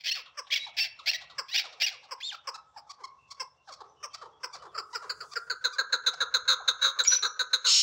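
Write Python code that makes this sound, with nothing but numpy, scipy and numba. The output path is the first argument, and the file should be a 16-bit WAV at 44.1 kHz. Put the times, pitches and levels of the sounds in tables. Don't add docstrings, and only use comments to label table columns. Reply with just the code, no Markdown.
import sys
import numpy as np
from scipy import signal
from scipy.io import wavfile
from scipy.ndimage import uniform_filter1d
from numba import njit

SR = 44100
rng = np.random.default_rng(int(sys.argv[2]) if len(sys.argv) > 2 else 0)


def level_to_linear(level):
    exponent = np.asarray(level, float) / 20
    return 10 ** exponent


def wav_out(sig):
    wavfile.write(sys.argv[1], SR, np.round(np.clip(np.atleast_2d(sig).T, -1, 1) * 32767).astype(np.int16))


N = 344862


def level(x, db):
    return x * level_to_linear(db) / np.sqrt(np.mean(x ** 2) + 1e-20)


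@njit
def svf(x, hz, width):
    y, b, l, g, k, last = np.empty(len(x)), 0., 0., 0., 0., 0.
    for i in range(len(x)):
        if hz[i] != last:
            g, k, last = np.tan(np.pi * hz[i] / SR), width / hz[i], hz[i]
        v = (b + g * (x[i] - l)) / (1 + g * (g + k))
        b, l, y[i] = 2 * v - b, l + 2 * g * v, k * v
    return y


def ring(x, hz, width, count=2):
    for _ in range(count):
        x = svf(x, hz + np.zeros(len(x)), 1. * width)
    return x


def add(out, x, s):
    i = int(s * SR)
    out[i:i + len(x)] += x[:N - i]


def read(table, s):
    return [np.interp(s, np.array(table)[:, 0], c) for c in np.transpose(table)[1:]]


def section(table, fade):
    s, *columns = np.transpose(table)
    t = np.arange(s[0] - fade, s[-1] + fade, 1 / SR)
    edge = np.clip(np.minimum(t - t[0], t[-1] - t) / (2 * fade), 0, 1)
    return t[0], edge, [np.interp(t, s, c) for c in columns]


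def notes(table, shape):
    share, start_db, end_db = shape
    share = np.clip(share, .05, .95)
    rows = []
    for s, length, db, start_hz, end_hz in table:
        peak_hz = start_hz + share * (end_hz - start_hz)
        rows.append([(s, start_hz, db + start_db),
                     (s + share * length, peak_hz, db),
                     (s + length, end_hz, db + end_db)])
    return rows


def shake(count, seconds):
    k = int(seconds * SR)
    slow = uniform_filter1d(uniform_filter1d(rng.standard_normal((2, count)), k), k)
    return 1.5 * np.tanh(slow / np.std(slow) / 1.5)


def walk(rate):
    k = int(SR / rate)
    return uniform_filter1d(np.repeat(rng.standard_normal(N // k + 1), k)[:N], k)


def syrinx(hz, rough, group, weak_db, jitter=.1, shimmer_db=5.0, breath=.45):
    n = len(hz)
    cycles = np.cumsum(hz) / SR
    k = np.arange(1, int(cycles[-1]))
    chance = np.clip(rng.standard_normal((n, 3)), -2, 2)
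    rough, weak_db = rough + np.zeros(n), weak_db + np.zeros(n)
    when = np.searchsorted(cycles, k)
    moved = k + rough[when] * jitter * group * chance[k // group, 0]
    at = np.interp(moved, cycles, np.arange(n))
    size = level_to_linear(np.where(k % group, weak_db[when], 0) + rough[when] * shimmer_db * chance[k, 1])
    taps = np.floor(at).astype(int)[:, None] + np.arange(-7, 9)
    gap = taps - at[:, None]
    shape = size[:, None] * np.sinc(.8 * gap) * np.cos(np.pi * gap / 18) ** 2
    pulses = np.bincount(np.clip(taps, 0, n - 1).ravel(), shape.ravel(), n)
    return level(pulses - pulses.mean(), 0) + rough * breath * chance[:, 2]


def clucks(table, pitch, rough, low_db, mid_db, top_db, crest_db, attack, pipe=0.87, low_width=350,
           beak_width=600, chest_hz=480, neck=None):
    neck_spread, top_spread_db = .04, 3.5
    beak_drop, flutter_db, flutter_s = .4, 2.6, .004
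    out = np.zeros(N)
    for s, db, pitch_hz, beak_hz, beak_db, length in table:
        u = np.arange(0, 1.4, 1 / (np.clip(length, .015, .1) * SR))
        effort = np.clip((db + 17) / 5, 0, 1)
        posture = 1 + neck_spread * rng.uniform(-2.0, 1)
        shut = np.clip((beak_hz - 4100) / 1200, 0, 1)
        hz = pitch_hz * np.interp(u, *np.transpose(pitch))
        src = syrinx(hz, rough + .05 * effort, group=2, weak_db=-9 * effort * np.clip(3 * u, 0, 1))

        if neck:
            pipe_hz = read(neck, s)[2] * (1 + 0.27 * shut * np.exp(-u / 0.28))
        else:
            pipe_hz = pipe * posture * (1520 - 400 * shut ** 2)
        voice = level(ring(src, pipe_hz * (1.05 - 0.14 * u), low_width * (1 + 0.9 * shut), count=3), 0)
        voice += level(ring(src, chest_hz, 330), low_db - 4.5 + 5 * shut) * (0.3 + 0.8 * u)
        voice += level(ring(src, 2.0 * chest_hz, 130), low_db - 7.5) * (1 - shut)

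        opening = beak_drop * shut * np.clip((db + 19) / 5, 0, 1) * np.exp(-u / .3)
        moving_hz = beak_hz * (1.015 - .025 * u + opening)
        beak = level(ring(src, moving_hz, beak_width * (1 + 1.2 * shut), count=3), 0)
        beak -= level(ring(src, 2273, 1990, count=3), mid_db + 2.5 + 13 * shut) * (1.3 - 0.78 * u)
        beak += level(ring(src, beak_hz + 1050, 1300), top_db - 9.5) * (1 - shut)
        beak -= level(ring(src, beak_hz + 2550, 1.81 * beak_width, count=3), top_db - 6 * shut)
        beak += level(ring(src, beak_hz + 3900, 1500), top_db - 24)
        top = top_db + 5 * shut + top_spread_db * rng.uniform(-1, 1, 3)
        beak -= level(ring(src, 10000, 1400), top[0] - 22)
        beak += level(ring(src, 12100, 1800), top[1] - 30)
        beak -= level(ring(src, 14500, 4000), top[2] - 24)

        flutter = level_to_linear(flutter_db * shake(len(u), flutter_s))
        rise = np.clip(u / (attack + 0.31 * shut), 0, 1) ** 0.84
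        swell = rise * np.clip((1.4 - u) / 0.92, 0, 1) ** 1.2
        call = voice * flutter[0] + level_to_linear(beak_db + 7.5) * beak * flutter[1]
        add(out, call * swell * level_to_linear(db + crest_db), s - .001)
    return out


# t/s, peak level/dB, pitch f/Hz, beak brightness level/dB
NEAR_CLUCKS = [(0.371, -21, 561.4, -7), (1.38, -18.5, 522, -5.5), (2.109, -20, 523, -5),
               (2.471, -18.5, 526.3, -6.5), (2.77, -36.5, 559.5, -2.5), (3.397, -18.5, 511, -5.5),
               (4.028, -19, 580, -9), (4.431, -21, 499, -5), (4.776, -17.5, 425, -7.5),
               (4.946, -17, 456.5, -9), (5.094, -19.5, 495.3, -2), (5.203, -24, 447, -8.5),
               (5.355, -14.5, 462, -11), (5.498, -13.5, 472, -8), (5.64, -13.5, 491.6, -3.5),
               (5.783, -11, 502.8, -8.5), (5.923, -11, 499, -5), (6.062, -12.5, 484, 0),
               (6.203, -9.5, 508.2, -5), (6.339, -13, 497, 0), (6.676, -13, 509.7, 0.5),
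               (6.988, -13, 536.2, -1), (7.392, -11.5, 510, -5), (7.53, -13.5, 510, 0)]
# t/s, peak level/dB, pitch f/Hz, beak level/dB, length t/s
HELD_CLUCKS = [
    (6.477, -12.5, 505, 0.5, 0.056),
    (6.812, -14, 525, -0.2, 0.083),
    (7.223, -15, 400, -2, 0.032),
    (7.116, -15.5, 505, 1, 0.037),
]
FALLING_CLUCKS = [
    (4.743, -22.5, 606, -14.5, 0.033),
    (6.513, -17, 500.6, -1.5, 0.033),
    (6.845, -17.5, 493.5, 1.5, 0.028),
    (7.247, -14, 486.3, -5, 0.03),
    (7.643, -17, 485.8, -1, 0.05),
]
# t/s, beak resonance f/Hz, call length t/s, windpipe f/Hz
NEAR_POSTURE = [(.37, 5360, .034, 1230), (1.38, 5050, .031, 1240), (2.109, 5160, .029, 1073),
                (2.471, 5150, .029, 1070), (2.77, 5000, .03, 1090), (3.397, 5200, .03, 1065),
                (4.028, 5570, .033, 1110), (4.431, 5210, .029, 1175), (4.743, 4740, .03, 1264),
                (4.777, 4810, .03, 1230), (4.946, 4930, .03, 1330), (5.094, 4530, .03, 1316),
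                (5.203, 4640, .03, 1320), (5.356, 4680, .03, 1474), (5.497, 4280, .034, 1490),
                (5.64, 3980, .036, 1480), (5.783, 4095, .035, 1500), (5.923, 4035, .035, 1525),
                (6.064, 3895, .034, 1470), (6.203, 3916, .034, 1470), (6.339, 3950, .034, 1440),
                (6.477, 3966, .034, 1395), (6.513, 3820, .034, 1400), (6.674, 3865, .034, 1420),
                (6.81, 3850, .034, 1422), (6.845, 3960, .034, 1424), (6.988, 3920, .034, 1495),
                (7.115, 4030, .034, 1487), (7.223, 3960, .034, 1414), (7.247, 4010, .034, 1430),
                (7.392, 3993, .034, 1500), (7.53, 3940, .034, 1447), (7.643, 3920, .05, 1346)]
FALLING_PITCH = [(0, 1.2), (.2, 1.07), (.65, 1.01), (1.3, .72)]
STEADY_PITCH = [(0, 1.06), (.3, 1.05), (1.4, 1.01)]


def near_bird():
    falling, held = [], []
    for s, db, hz, beak_db in NEAR_CLUCKS:
        beak_hz, length, _ = read(NEAR_POSTURE, s)
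        falling.append((s, db, hz, beak_hz, beak_db, length))
    for rows, table in ((falling, FALLING_CLUCKS), (held, HELD_CLUCKS)):
        for s, db, hz, beak_db, length in table:
            rows.append((s, db, hz, read(NEAR_POSTURE, s)[0], beak_db, length))
    out = np.zeros(N)
    for rows, pitch in ((falling, FALLING_PITCH), (held, STEADY_PITCH)):
        out += clucks(rows, pitch, .24, -8.5, -23.0, -13.0, -16.5, 0.27, neck=NEAR_POSTURE)
    return out


# f/Hz, width f/Hz, level/dB
SQUAWK_RESONANCES = [(635, 237, -3), (2096, 1370, 4.5), (2750, 2270, -1), (3220, 630, 9), (4270, 1240, 1.5),
                     (5410, 1720, -0.5), (4550, 500, -3), (6870, 1200, -19.5), (13300, 7600, -22.5)]
# t/s, length t/s, peak level/dB, from f/Hz, to f/Hz
SQUAWK_OPENINGS = [(0.036, 0.063, -28.5, 2438, 3058), (0.51, 0.031, -24.5, 3147, 3343),
                   (.55, .021, -26.5, 3350, 3249), (0.768, 0.034, -25.5, 2566, 2446),
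                   (1.06, 0.032, -24, 2056, 2648), (1.533, 0.034, -24, 2147, 2712),
                   (1.801, 0.032, -23.5, 2350, 2683)]
SQUAWK_CLEAR = [(0.114, 0.017, -26.5, 2610, 2946), (0.802, 0.036, -26, 2726, 2694),
                (1.093, 0.012, -24, 2602, 2870), (1.568, 0.0097, -30, 2892, 2977),
                (1.832, 0.023, -24, 2690, 2942)]
SQUAWK_FALLS = [(0.542, 0.008, -22.5, 2915, 2506), (1.133, 0.0092, -28, 2440, 2005),
                (1.143, 0.021, -30, 1948, 2000), (1.576, 0.015, -22.5, 2950, 2495),
                (1.863, 0.016, -25, 2653, 2282)]
SQUAWK_CLOSINGS = [(0.001, 0.036, -49, 2498, 2419), (0.136, 0.085, -33.5, 2750, 2182),
                   (1.109, 0.022, -32, 2750, 2549), (7.045, 0.029, -33.5, 2302, 2352)]
SQUAWK_TRAILS = [(.571, .02, -29.5, 3158, 2893), (.84, .035, -29.5, 2503, 2092),
                 (1.591, 0.03, -26.5, 2542, 2294), (1.879, .026, -29.5, 2246, 2012),
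                 (7.105, 0.09, -37.5, 2528, 2463)]
SQUAWK_BUZZES = [(1.485, 0.026, -41.5, 2458, 2702), (1.51, .023, -38.5, 2700, 3105),
                 (2.204, .016, -42.5, 2390, 2510), (2.322, .014, -43.5, 2510, 2327),
                 (2.347, 0.0092, -42.5, 2350, 2357)]


def squawks():
    buzz_rough, buzz_weak_db = .24, -14
    wander, ragged_db = .1, 3.0
    # table, (share of the length at the peak, start dB, end dB), roughness
    kinds = [(SQUAWK_OPENINGS, (0.57, -15, -0.74), .52),
             (SQUAWK_CLEAR, (0.55, -1.1, -5), .12),
             (SQUAWK_FALLS, (0.17, -8, -5), .26),
             (SQUAWK_CLOSINGS, (0.23, -17.5, -17.5), .62),
             (SQUAWK_TRAILS, (0.14, -2.5, -12.5), .62),
             (SQUAWK_BUZZES, (.6, -6, -9.5), buzz_rough)]
    parts = []
    for table, shape, rough in kinds:
        for note in notes(table, shape):
            parts.append([point + (rough,) for point in note])
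    parts.sort()
    s, hz, db, rough = np.concatenate(parts).T
    s = np.maximum.accumulate(s)
    t = np.arange(int(s[-1] * SR) + 400) / SR
    weak_db = np.interp(t, s, np.where(rough == buzz_rough, buzz_weak_db, -1.5 - 14 * rough))
    rough = np.interp(t, s, rough)
    pitch = np.interp(t, s, hz) * (1 + wander * rough * shake(len(t), .006)[0])
    src = syrinx(pitch, rough, group=3, weak_db=weak_db)
    voice = sum((-1) ** k * level_to_linear(g) * ring(src, f, w) for k, (f, w, g) in enumerate(SQUAWK_RESONANCES))
    voice /= np.sqrt(uniform_filter1d(voice ** 2, 500) + 1e-12)
    sounding = np.any([(t > part[0][0] - .001) & (t < part[-1][0] + .002) for part in parts], axis=0)
    strength_db = uniform_filter1d(np.interp(t, s, db), 90) + ragged_db * rough * shake(len(t), .003)[0]
    out = np.zeros(N)
    add(out, voice * level_to_linear(strength_db) * uniform_filter1d(1. * sounding, 70), 0)
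    return out


# t/s, level/dB, rising resonance f/Hz
SCREECH_CLIMB = [
    (7.66, -31, 4230),
    (7.67, -22.5, 4240),
    (7.73, -19.5, 5360),
    (7.808, -21, 5550),
    (7.82, -20, 5510),
]
# f/Hz, width f/Hz, level/dB
SCREECH_RESONANCES = [(1180, 2300, -28.5), (2865, 540, -1.5), (3870, 680, 2), (4860, 1800, -3),
                      (6730, 1160, 0), (7730, 4000, -22)]


def screech():
    s, edge, (db, climb_hz) = section(SCREECH_CLIMB, 0.012)
    src = syrinx(np.full(len(db), 1080.), 1.1, group=2, weak_db=-2.0, shimmer_db=2.5, breath=.9)
    throat = sum((-1) ** k * level_to_linear(g) * ring(src, f, w) for k, (f, w, g) in enumerate(SCREECH_RESONANCES))
    throat += level_to_linear(7.0) * ring(src, climb_hz * (1 + 0.044 * shake(len(db), 0.0036)[0]), 520)
    throat /= np.sqrt(uniform_filter1d(throat ** 2, 150) + 1e-12)
    out = np.zeros(N)
    add(out, throat * level_to_linear(db) * edge, s)
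    return out


# t/s, peak level/dB, pitch f/Hz, length t/s
HIGH_PEEPS = [(2.538, -30.5, 1316, 0.023), (2.8923, -29.5, 1160, 0.024), (3.036, -24, 1095, 0.02),
              (3.304, -29.5, 1130, 0.021), (3.719, -34.5, 1148, 0.017), (4.132, -32.5, 1180, 0.021),
              (4.527, -31.5, 1184, 0.026), (4.928, -27.5, 996, 0.025), (5.312, -32.5, 1213, 0.027),
              (5.7226, -31, 1210, 0.033)]
PEEP_RASPS = [(2.551, -32, 802, .016), (2.907, -35, 640, 0.014), (3.317, -34, 653, .015),
              (3.734, -38, 624, .016), (4.143, -29.5, 637, .018), (4.549, -34.5, 600, .02),
              (5.329, -34, 620, .016), (6.132, -28, 699, .02)]
PEEP_CONTOUR = [(0, .9), (.45, 1.01), (.8, .98), (1.3, .86)]


def peeping_bird():
    peeps, rasps = [[(s, db, hz, 4820, -10 - 0.71 * (db + 28), length) for s, db, hz, length in table]
                    for table in (HIGH_PEEPS, PEEP_RASPS)]
    out = clucks(rasps, FALLING_PITCH, .55, -10.5, -22.5, -17.5, -14.0, .15,
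                 pipe=0.77, low_width=600, beak_width=1700)
    return out + clucks(peeps, PEEP_CONTOUR, .13, -58.5, -28.5, -21.0, -10.5, 0.71,
                        low_width=680, beak_width=1700)


# t/s, peak level/dB, pitch f/Hz, length t/s
FAR_CLUCKS = [(0.155, -47, 646, .05), (0.257, -51, 622, 0.038), (0.469, -48.5, 773, 0.0083),
              (0.665, -47, 773, 0.041), (.99, -48, 1151, .03), (1.209, -47.5, 727, 0.039),
              (1.298, -51, 611, 0.042), (1.639, -45.5, 659, 0.042), (1.725, -50.5, 648, 0.028),
              (1.91, -49, 665, 0.056), (2.03, -52, 765, 0.036), (2.322, -48, 739, 0.033),
              (2.761, -46, 763, 0.039), (2.985, -49.5, 524, 0.046), (3.675, -44, 699, 0.047),
              (3.804, -43, 489, 0.022), (3.839, -54.5, 505, 0.042), (4.213, -43.5, 562, 0.031),
              (4.254, -48, 463, 0.025), (4.542, -45.5, 668, 0.037), (4.619, -47, 550.6, 0.035),
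              (4.651, -47.5, 452.4, 0.032), (5.018, -45, 577.5, 0.036), (5.038, -44, 491, 0.025),
              (5.227, -46.5, 578, 0.032), (6.601, -42, 701, 0.026), (6.966, -47, 521.7, 0.061)]
FAR_CONTOUR = [(0, 1.26), (0.3, 1.08), (0.7, .83), (1.3, 0.63)]
# t/s, beak resonance f/Hz, brightness level/dB
FAR_TURNING = [(0.3, 3390, -11), (2.3, 4310, -11), (2.9, 4740, -25), (3.7, 4345, -18.5), (5.0, 4740, -20),
               (6.8, 3940, -48.5)]


def far_birds():
    rows = [(s, db, hz, *read(FAR_TURNING, s), length) for s, db, hz, length in FAR_CLUCKS]
    return clucks(rows, FAR_CONTOUR, .22, -3.5, -26, -19, 0, 0.089,
                  pipe=0.71, chest_hz=425, low_width=533, beak_width=2460)


def whistles(tables, octave_db, third_db, breath_db, wobble, flutter_db):
    out = np.zeros(N)
    for table in tables:
        s, edge, (hz, db) = section(table, 0.0018)
        waver = shake(len(hz), .003)
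        phase = 2 * np.pi * np.cumsum(hz * (1 + wobble * waver[0])) / SR
        tone = np.sin(phase) + level_to_linear(octave_db) * np.sin(2 * phase)
        tone += level_to_linear(third_db) * np.sin(3 * phase) * np.clip((8500 - 3 * hz) / 2000, 0, 1)
        breath = level(ring(rng.standard_normal(len(hz)), 4300, 3200, count=3), breath_db)
        add(out, (np.sqrt(2) * tone * level_to_linear(flutter_db * waver[1]) + breath) * level_to_linear(db) * edge, s)
    return out


# t/s, f/Hz, level/dB
LOUD_WHISTLE = [
    (7.07, 5070, -46),
    (7.076, 5654, -15),
    (7.087, 5745, -19.5),
    (7.092, 5905, -21),
    (7.105, 5882, -25),
    (7.165, 5934, -24),
    (7.19, 5990, -41.5),
]


def loud_whistle():
    return whistles([LOUD_WHISTLE], -36, -50, -21, .007, 3.5)


# t/s, length t/s, peak level/dB,
# from f/Hz, to f/Hz
SHORT_WHISTLES = [(.8, 0.036, -32.5, 4617, 4540), (1.092, 0.015, -29.5, 4390, 4200),
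                  (.504, 0.013, -37.5, 4000, 2500), (.503, 0.0053, -38.5, 2250, 1700),
                  (.655, 0.0085, -49.5, 5440, 5450), (0.085, 0.062, -35.5, 4200, 4430),
                  (0.592, 0.066, -40.5, 3810, 3930), (1.526, .024, -36, 3800, 4300),
                  (1.565, 0.03, -34, 3400, 3920), (.515, .026, -33, 2200, 2600),
                  (.552, 0.018, -33.5, 2320, 2150), (2.236, 0.04, -40.5, 4150, 4380),
                  (1.8, 0.014, -50.5, 1750, 2250), (2.312, .01, -43.5, 4300, 2800),
                  (7.036, 0.014, -33, 7500, 7520), (7.046, 0.0403, -35.5, 6800, 6880),
                  (7.058, 0.016, -37, 2338, 2260)]
FAR_SONG = [(1.6, .06, -66.5, 3110, 2110), (4.1, 0.04, -68.5, 3200, 3120), (3.179, 0.11, -67, 2684, 2680),
            (3.551, .09, -71.5, 2740, 2770), (3.885, .12, -73, 6050, 5510), (3.96, 0.067, -72, 2990, 2950),
            (4.161, .12, -71, 3160, 3100), (4.32, .07, -71, 3300, 3320), (4.592, .03, -65.5, 3010, 3060),
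            (4.681, .042, -65.5, 3590, 3290)]
# share of the length at the peak [1], start level/dB, end level/dB
WHISTLE_ENVELOPE = (0.12, -14, 0)
# t/s, f/Hz, level/dB
ARCHED_SQUEAL = [(2.203, 1490, -44), (2.22, 2540, -47.5), (2.232, 3407, -36.5), (2.25, 3620, -40.5),
                 (2.275, 3730, -36), (2.295, 3550, -36.5), (2.31, 2837, -43.5), (2.318, 1750, -43),
                 (2.33, 1495, -51.5), (2.352, 1293, -42.5)]


def small_birds():
    out = whistles([ARCHED_SQUEAL], -13.0, -18, -13, 0.009, 4.4)
    for table, wobble in ((SHORT_WHISTLES, .009), (FAR_SONG, .022)):
        out += whistles(notes(table, WHISTLE_ENVELOPE), -41.0, -64.0, -12, wobble, 4.0)
    return out


def scattered(near, whistle):
    t60_s = 0.47
    late = np.arange(int(.4 * SR)) / SR
    scatter = rng.standard_normal(len(late)) * level_to_linear(-60 * late / t60_s) * (late > .008)
    bright = level_to_linear(-8.5) * ring(whistle, 5890, 2500) + level_to_linear(-16.5) * ring(near, 6570, 4000)
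    return signal.fftconvolve(bright, scatter / np.sqrt(np.sum(scatter ** 2)))[:N]


# delay t/s, level/dB
WALL_SLAPS = [
    (0.026, -8.5),
    (0.055, -10.5),
    (0.108, -14),
]


def slap_echoes(near):
    out = np.zeros(N)
    for delay, db in WALL_SLAPS:
        add(out, level_to_linear(db) * ring(near, 970, 820), delay)
    return out


@njit
def walls(x, lags, gain, damp):
    line, soft, out = np.zeros((8, 8192)), np.zeros(8), np.zeros(len(x))
    for i in range(len(x)):
        total = 0.
        for k in range(8):
            soft[k] += (1 - damp) * (gain[k] * line[k, (i - lags[k]) & 8191] - soft[k])
            total += soft[k]
        out[i] = soft[0] - soft[1] + soft[2] - soft[3] + soft[4] - soft[5] + soft[6] - soft[7]
        for k in range(8):
            line[k, i & 8191] = x[i] + soft[k] - total / 4
    return out


def yard_tail(x):
    t60_s, damp = 2.07, 0.67
    lags = rng.integers(300, 2800, 8)
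    return level_to_linear(-24.5) * walls(x, lags, level_to_linear(-60 * lags / SR / t60_s), damp)


# f/Hz, level/dB per Hz
AIR_SPECTRUM = [(150, -37), (250, -19), (513, -5), (615, 1), (1240, -5.5), (2300, -23.5), (3400, -6),
                (4010, -26.5), (6190, -7), (9000, -48), (11700, -86), (19800, -120)]
# t/s, level/dB
WIND = [(0.1, -74), (0.33, -84), (0.8, -74.5), (1.37, -71.5), (1.6, -78.5), (4.55, -75), (4.75, -71.5),
        (5.18, -72.5), (5.7, -78), (6.0, -76), (6.4, -69.5), (6.75, -79.5), (7.8, -80)]
# t/s, peak level/dB, fall in dB per s
DUST = [
    (4.95, -59.5, 46),
    (5.3, -51, 36.5),
    (7.17, -64, 87.5),
    (7.798, -55, 216),
]


def air(patchy_db=4.0):
    out = 0
    spectrum_hz, spectrum_db = np.transpose(AIR_SPECTRUM)
    for hz in 280 * 2 ** np.arange(0, 5.1, 1 / 3):
        db = np.interp(np.log(hz), np.log(spectrum_hz), spectrum_db) + 10 * np.log10(hz)
        out = out + level(ring(rng.standard_normal(N), hz, hz / 4), db) * level_to_linear(patchy_db * walk(24.0))
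    for hz in 2000 * 2 ** np.arange(0, 1.7, 1 / 5):
        out = out + level(ring(rng.standard_normal(N), hz, 110), 8.5) * level_to_linear(7.3 * walk(5.2))
    t = np.arange(N) / SR
    rustle = sum(level_to_linear(db - fall_db * abs(t - s)) for s, db, fall_db in DUST)
    hiss = level(ring(rng.standard_normal(N), 6000, 3950), -11.5)
    rumble = level(ring(rng.standard_normal(N), 71, 45), 0) + level(ring(rng.standard_normal(N), 134, 75), 1.0)
    gusts = level_to_linear(read(WIND, t)[0] - 4.5 + 2.6 * walk(9.0))
    hum = level_to_linear(-73) * np.sin(2 * np.pi * 62 * t) * np.clip(np.minimum(t - 6.15, 6.9 - t) / 0.085, 0, 1)
    return level(out, -64) + rumble * gusts + hiss * rustle + hum


def scene():
    harsh = squawks()
    near = near_bird() + harsh + screech()
    near = signal.sosfilt(signal.butter(4, 280, "high", fs=SR, output="sos"), near)
    peeps, far, songs, whistle = peeping_bird(), far_birds(), small_birds(), loud_whistle()
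    near += whistle + scattered(near, whistle)
    to_walls = near + (level_to_linear(2.5) - 1) * harsh + level_to_linear(8.5) * peeps + level_to_linear(9.5) * far + level_to_linear(6.0) * songs
    out = near + peeps + far + songs + yard_tail(to_walls) + air() + slap_echoes(near)
    return out[None]


def denoise(x, strength=1.2, deepest_db=-10):
    _, _, z = signal.stft(x, nperseg=512)
    power = uniform_filter1d(uniform_filter1d(abs(z) ** 2, 11, axis=1), 3, axis=0)
    noise = np.percentile(power, 15, axis=1, keepdims=True)
    gain = np.clip(1 - strength * noise / (power + 1e-18), level_to_linear(deepest_db), 1)
    gain[:4] = 1
    return signal.istft(z * gain, nperseg=512)[1][:N]


def roll_off(x):
    return signal.sosfilt(signal.butter(12, 17130, fs=SR, output="sos"), x)


# f/Hz, width f/Hz, boost level/dB
CAPSULE = [
    (15600, 1250, 18),
]


def record(dry):
    limit = .55
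    x = dry[0] + sum(level_to_linear(db) * ring(dry[0], hz, width) for hz, width, db in CAPSULE)
    x = limit * np.tanh(x / limit)
    x = signal.sosfilt(signal.butter(2, 50, "high", fs=SR, output="sos"), x)
    x = signal.sosfilt(signal.ellip(8, .3, 60, 16050, fs=SR, output="sos"), x)
    return roll_off(denoise(x)[None])


dry = scene()
out = record(dry)
wav_out(out)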